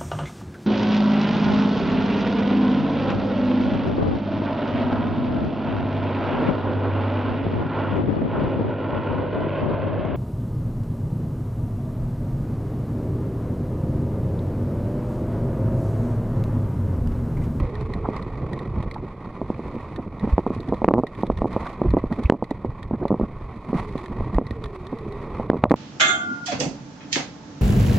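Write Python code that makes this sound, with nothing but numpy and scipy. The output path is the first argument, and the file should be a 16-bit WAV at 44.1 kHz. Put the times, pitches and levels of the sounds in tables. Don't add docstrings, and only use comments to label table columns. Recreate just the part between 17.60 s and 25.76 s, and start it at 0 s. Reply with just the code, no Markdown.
import sys
import numpy as np
from scipy import signal
from scipy.fft import rfft, irfft
from scipy.io import wavfile
from scipy.ndimage import uniform_filter1d

SR = 44100
rng = np.random.default_rng(int(sys.argv[2]) if len(sys.argv) > 2 else 0)


def persist_wave(psi):
    counts = np.round(np.clip(psi, -1, 1) * 32767).astype(np.int16)
    wavfile.write(sys.argv[1], SR, np.atleast_2d(counts).T)


N = 359856

# frequency in Hz, width in Hz, level in dB.
MOUNT_MODES = [(127.3, 33, 2.5), (186, 67, -5), (313, 120, -9.5)]


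def amp(db):
    return 10 ** (np.asarray(db) / 20)


def unit_rms(x):
    return x / np.sqrt(np.mean(x ** 2) + 1e-20)


def curve_at(points, hz):
    f, value = np.transpose(points)
    return np.interp(np.log(hz + 1), np.log(f + 1), value)


def add(mix, s, sound):
    part = mix[..., max(round(s * SR), 0):][..., :sound.shape[-1]]
    part += sound[..., :part.shape[-1]]


def lowpass(x, hz):
    return signal.sosfilt(signal.butter(4, hz, fs=SR, output="sos"), x)


def resonate(x, hz, width):
    turn = np.exp(2j * np.pi * np.cumsum(hz * np.ones(len(x))) / SR)
    pole = np.exp(-np.pi * width / SR)
    return 2 * (turn * signal.lfilter([1 - pole], [1, -pole], x / turn)).real


def wander(seconds, db):
    size = int(seconds * SR)
    smooth = uniform_filter1d(uniform_filter1d(rng.standard_normal(N), size), size)
    return amp(db * unit_rms(smooth))


def clicks(per_s, spread_db):
    size = amp(spread_db * np.minimum(rng.exponential(1, N), 5))
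    return size * np.sign(rng.standard_normal(N)) * (rng.random(N) < per_s / SR)


def trail_gain(layer):
    # time in seconds, then levels in dB of buffeting, tyre roar and leaf crackle.
    trail_levels = [(0, -31, -45, -41), (0.55, -31, -40, -54), (1.1, -30, -41.5, -63.5),
                    (1.45, -38, -42, -64), (2.1, -33, -42.5, -47.5), (2.5, -37, -45, -57.5),
                    (2.653, -36, -39, -46), (3.877, -30, -52.5, -46.5), (3.939, -34.5, -36, -44),
                    (4.121, -48, -40.5, -42), (4.251, -27.5, -38.5, -99), (4.549, -34.5, -45, -42),
                    (5.2, -35.5, -44.5, -68.5), (6.03, -36.5, -44.5, -50), (6.149, -35, -44, -38.5),
                    (6.451, -39.5, -47.5, -43), (6.6, -29.5, -42.5, -65), (7.2, -40, -48, -47.5),
                    (7.6, -37.5, -40, -49.5), (8.16, -29.5, -40.5, -78)]
    times, *levels = np.transpose(trail_levels)
    db = levels[["buffeting", "tyres", "leaves"].index(layer)]
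    return amp(np.interp(np.arange(N) / SR, times, db))


def through_shell(pair, tilt_db):
    # frequency in Hz, level in dB.
    shell_colour = [(200, 4), (350, -3), (780, -7), (1120, -2), (1350, -14.5), (1680, -26), (1880, -14),
                    (2500, -20), (2750, -31), (3750, -30.5), (4400, -34), (5100, -40.5), (8300, -50),
                    (9500, -48.5), (15500, -73)]
    # frequency in Hz, likeness from 0 to 1.
    stereo_likeness = [(1500, 1), (2500, 0.83), (5000, 0.2)]
    a, b = rfft(pair)
    alike = np.clip(curve_at(stereo_likeness, np.fft.rfftfreq(N, 1 / SR)), 0, 1)
    ports = irfft([a, alike * a + np.sqrt(1 - alike ** 2) * b], N)
    hz = abs(np.fft.fftfreq(4096, 1 / SR))
    colour_db = curve_at(shell_colour, hz) + tilt_db * np.log2(hz / 1000 + .1)
    log_gain = np.log(amp(np.maximum(colour_db, -100)))
    minimum_phase = np.exp(np.conj(signal.hilbert(log_gain)))
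    taps = np.fft.ifft(minimum_phase).real[:2048]
    return signal.oaconvolve(ports, taps[None])[:, :N]


def hum():
    # time in seconds, pitch in Hz.
    pitch_paths = [
        [(0, 545), (.15, 415), (.3, 456), (.55, 420)],
        [(6.15, 350.5), (6.22, 430), (6.42, 365), (6.59, 351.6)],
        [(6.94, 463.3), (7.09, 415), (7.26, 348.3), (7.37, 452), (7.52, 405), (7.69, 429.5), (7.75, 351),
         (7.86, 440.8)],
    ]
    levels_db, fade_s, waver_share = [-39.5, -42, -40.5], 0.011, 0.04
    out = np.zeros(N)
    for path, db in zip(pitch_paths, levels_db):
        s, hz = np.transpose(path)
        t = np.arange(s[0], s[-1], 1 / SR)
        waver, swell = lowpass(rng.standard_normal((2, len(t))), 25)
        pitch = np.interp(t, s, hz) * (1 + waver_share * unit_rms(waver))
        tone = np.sin(2 * np.pi * np.cumsum(pitch) / SR) * amp(2 * unit_rms(swell))
        fade = np.clip(np.minimum(t - s[0], s[-1] - t) / fade_s, 0, 1)
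        add(out, s[0], amp(db) * fade * unit_rms(tone))
    return out


def wind():
    gusts = rng.standard_normal(N) * wander(.05, db=5.5)
    rumble = signal.sosfilt(signal.butter(3, [24, 120], "band", fs=SR, output="sos"), gusts)
    return trail_gain("buffeting") * unit_rms(rumble)


def tyres():
    flicker = wander(.006, db=2.6)
    grit = rng.standard_normal((2, N)) * flicker * wander(.067, db=1.3)
    return amp(5) * unit_rms(through_shell(grit, tilt_db=0)) * trail_gain("tyres")


def leaves():
    # start of a snap in seconds, level in dB.
    snap_events = [(0.153, -41), (0.3365, -37), (0.5646, -36.5), (0.624, -40), (0.7746, -49), (0.932, -36),
                   (0.9905, -40), (1.226, -40.5), (1.312, -36.5), (1.342, -40.5), (2.3607, -39),
                   (2.596, -43.5), (3.003, -40), (3.087, -42), (3.142, -40), (3.468, -34), (3.55, -44.5),
                   (3.624, -43), (3.667, -41.5), (3.773, -39), (3.929, -38), (4.068, -39), (4.305, -38.5),
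                   (4.385, -43), (4.525, -38.5), (4.636, -37.5), (4.8415, -36), (4.907, -33.5),
                   (5.2287, -39), (5.4812, -39.5), (6.29, -46), (6.378, -39), (6.459, -39.5),
                   (6.7448, -39.5), (6.8675, -41), (6.908, -38), (7.0397, -34), (7.058, -41), (7.268, -40),
                   (7.386, -44), (7.523, -42.5), (8.097, -34)]
    fizz = rng.standard_normal((2, N))
    crackle = np.array([clicks(per_s=3000, spread_db=3.7) for _ in range(2)]) * wander(0.013, db=4)
    crackle = amp(3) * unit_rms(through_shell(crackle, tilt_db=2.47)) * trail_gain("leaves")
    t = np.arange(900) / SR
    snap_shape = (1 - np.exp(-t / 0.0001)) * np.exp(-t / 0.0041)
    envelope = np.zeros(N)
    for s, db in snap_events:
        add(envelope, s, amp(db) * snap_shape)
    snaps = fizz * envelope
    drift = wander(.03, db=.4)
    ring = [7 * resonate(x, 1900 * drift, 110) + 3.5 * resonate(x, 3780 * drift, 810) for x in snaps]
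    return crackle + through_shell(snaps + ring, tilt_db=6.1) / np.std(through_shell(fizz, tilt_db=9.1))


def chain():
    # start in seconds, level in dB.
    slaps = [(4.6538, -29.5)]
    ring_hz, width_hz, rise_s = 2290, 480, 0.005
    out, t = np.zeros(N), np.arange(1200) / SR
    envelope = t / rise_s * np.exp(1 - t / rise_s)
    for s, db in slaps:
        band = resonate(rng.standard_normal(len(t)), ring_hz, width_hz)
        ring = unit_rms(resonate(band, ring_hz, width_hz))
        add(out, s, amp(db) * ring / 2 * envelope)
    return out


def shudder():
    jolts = unit_rms(clicks(per_s=350, spread_db=2.94)) + 0.73 * rng.standard_normal(N)
    drive = lowpass(jolts * wander(0.024, db=4.7), 592)
    shaking = sum(amp(db) * resonate(drive, hz, width) for hz, width, db in MOUNT_MODES)
    return amp(-3) * trail_gain("buffeting") * unit_rms(shaking)


def rattles():
    # centre in seconds, level in dB, pitch in Hz.
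    shivers = [(0.365, -22.5, 203), (0.458, -26, 962), (1.177, -24, 204), (1.364, -32, 970),
               (2.392, -22, 302), (2.642, -15.5, 186), (3.095, -21.5, 265), (4.065, -28, 1133),
               (4.256, -18.5, 373), (4.522, -16, 213), (4.594, -17.5, 265), (5.341, -16.5, 211.4),
               (5.428, -18.5, 343.8), (5.638, -18, 246), (6.097, -21, 199), (6.155, -15, 192),
               (6.514, -24.5, 222), (6.568, -27.5, 206), (6.747, -20.5, 184), (7.334, -24, 234)]
    out, t = np.zeros(N), np.arange(-2000, 2000) / SR
    for s, db, hz in shivers:
        rough = lowpass(resonate(rng.standard_normal(len(t)), hz, 290), 1170)
        phase = 2 * np.pi * (hz * t + rng.random())
        wobble = 1.41 * unit_rms(uniform_filter1d(rng.standard_normal(len(t)), 600))
        ring = lowpass(np.sin(phase + wobble), 1170) + hz / 1100 * unit_rms(rough)
        envelope = np.exp(-(t / 0.014) ** 2 * (1 + hz / 1000))
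        add(out, s + t[0], amp(db) * ring * envelope)
    return out


def landings():
    # centre in seconds, level in dB, pitch in Hz.
    thuds = [(2.739, -4.5, 56), (3.704, -19.5, 42.3), (4.326, -12, 50.5), (4.659, -7, 64.2),
             (5.632, -17, 44), (6.768, -9.5, 43.5)]
    out = np.zeros(N)
    for s, db, hz in thuds:
        t = np.arange(-2 / hz, 2 / hz, 1 / SR)
        envelope = np.exp(-(t * hz / 0.62) ** 2)
        add(out, s + t[0], -amp(db) * np.cos(2 * np.pi * hz * t) * envelope)
    return out


def crack(blow_db):
    t = np.arange(400) / SR
    burst = rng.standard_normal(len(t)) * np.exp(-t / 0.0013)
    treble = signal.lfilter(*signal.butter(1, [2000, 4500], "band", fs=SR), burst)
    return amp(-38 + 1.9 * blow_db) * treble


def chatter(first, last, db, hz):
    bounce_s, spread_db, pitch_share = .008, 6, .25
    times = np.linspace(first, last, max(round((last - first) / bounce_s), 1) + 1)
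    weakening, detune = rng.uniform(-1, 1, (len(times), 2)).T
    weakening[0] = 0
    return list(zip(times, db - spread_db * weakening ** 2, hz * (1 + pitch_share * detune)))


def knock(db, hz):
    t = np.arange(1500) / SR
    rebound = np.sin(2 * np.pi * hz * t) * np.exp(-(hz * t / 0.53) ** 2)
    swing_s = 0.0026 * amp(-.6 * min(db, 0))
    swing = 0.5 * np.cos(2 * np.pi * 225 * t) * np.exp(-t / swing_s)
    ring = 0.43 * np.sin(2 * np.pi * 1080 * rng.uniform(0.76, 1.104) * t) * np.exp(-t / 0.0018)
    contact_s = 0.00017 * amp(-.25 * db)
    contact = np.exp(-((t[:120] - .0009) / contact_s) ** 2)
    blow = np.convolve(rebound + swing + ring, contact)
    blow = signal.lfilter(*signal.butter(1, 130, "high", fs=SR), blow)
    blow = lowpass(blow, 1350 * amp(max(db, 0) * hz / 1800))
    blow = signal.lfilter(*signal.iirnotch(1650, 1.8, SR), blow)
    rise = np.arange(len(blow)) / SR / 0.0056
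    rough = resonate(rng.standard_normal(len(blow)), hz * rng.uniform(0.32, 0.78), 130)
    shiver = unit_rms(lowpass(rough, 700)) * rise * np.exp(1 - rise)
    return amp(db) * blow / blow[:200].max() + 0.13 * amp(-abs(db)) * shiver


def shell_knocks():
    # time in seconds, level in dB, rebound in Hz.
    blows = [(0.488, -10.5, 520), (1.816, -11.5, 566), (1.9025, -10, 460), (1.994, -16, 443),
             (2.165, -18.5, 310), (2.6754, -14, 422), (2.7811, 1.5, 695), (2.7916, -3, 450),
             (2.8657, -4.5, 915), (2.905, -10, 398), (2.965, -20, 327), (3.1244, -7, 610),
             (3.219, -10, 835), (3.2448, 1.5, 786), (3.2803, 1, 400), (3.2865, 6.5, 810),
             (3.297, -8.5, 450), (3.3386, 6.5, 577), (3.436, -2, 626), (3.6343, -5.5, 646),
             (3.7009, -4, 630), (3.8192, -7, 714), (3.9643, -6.5, 770), (4.2174, -5, 573),
             (4.44, -8.5, 360), (4.699, 9, 515), (4.723, 6, 457), (4.8252, -2, 632), (4.9118, -8, 646),
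             (5.0478, -11.5, 586), (5.3112, -13.5, 520), (5.4542, -7, 704), (5.5426, -8.5, 633),
             (5.5981, -10.5, 510), (5.6123, -9, 350), (6.131, -9, 450), (6.3553, -13.5, 430),
             (6.6076, -16, 644), (6.7843, -2, 696), (6.814, -13, 445), (6.909, -19, 490),
             (7.329, -17.5, 440), (7.7983, -12.5, 876), (7.9004, 2, 465), (7.915, -11, 600),
             (8.038, -2.5, 830), (8.0395, 7, 860), (8.055, -2.5, 795), (8.1096, 4.5, 520), (8.116, 10, 594),
             (8.1406, 8, 675)]
    # first and last time in seconds, level in dB, rebound in Hz.
    runs = [(3.135, 3.143, -9.5, 520), (3.3092, 3.3127, 0.5, 500), (3.348, 3.3736, -2, 423),
            (3.382, 3.3979, 2, 520), (3.8449, 3.8567, -9.5, 660), (4.3385, 4.3455, -6, 308),
            (4.369, 4.3752, -2, 540), (4.736, 4.7503, -7.5, 494.5), (5.506, 5.526, -7, 450),
            (7.9333, 7.9443, -3, 480), (7.957, 7.968, -12, 420), (8.1197, 8.1233, 3, 480)]
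    bounces = [bounce for run in runs for bounce in chatter(*run)]
    out = np.zeros(N)
    for s, db, hz in blows + bounces:
        add(out, s - .0014, knock(db, hz))
        add(out, s, crack(db))
    return out + 0.26 * sum(amp(db) * resonate(out, hz, width) for hz, width, db in MOUNT_MODES[1:])


def scene():
    # frequency in Hz, left minus right in dB.
    balance = [(40, -1), (7000, -3)]
    centre = shell_knocks() + landings() + rattles() + shudder() + wind() + hum() + chain()
    stereo = centre + tyres() + leaves()
    left_db = curve_at(balance, np.fft.rfftfreq(N, 1 / SR)) / 2
    return irfft(rfft(stereo) * amp([left_db, -left_db]), N)


def record(dry):
    threshold_db, duck_share, lag_s = -12.5, 0.65, .0025
    ceiling, top_hz = .73, 15700
    mic = dry + amp(-83) * rng.standard_normal(dry.shape)
    power_db = 10 * np.log10(abs(uniform_filter1d((mic ** 2).mean(0), 80)) + 1e-12)
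    t = np.arange(N) / SR
    fall_db = 60 * t
    held_db = np.maximum.accumulate(power_db + fall_db) - fall_db
    over_db = np.maximum(held_db - threshold_db, 0)
    late_db = np.interp(t - lag_s, t, uniform_filter1d(over_db, 100))
    ducked = mic / amp(duck_share * late_db)
    saturated = ducked / (1 + (ducked / ceiling) ** 6) ** (1 / 6)
    band_limit = signal.firwin(511, top_hz, window=("kaiser", 9), fs=SR)
    return signal.oaconvolve(saturated, band_limit[None], "same")


dry = scene()
out = record(dry)
persist_wave(out)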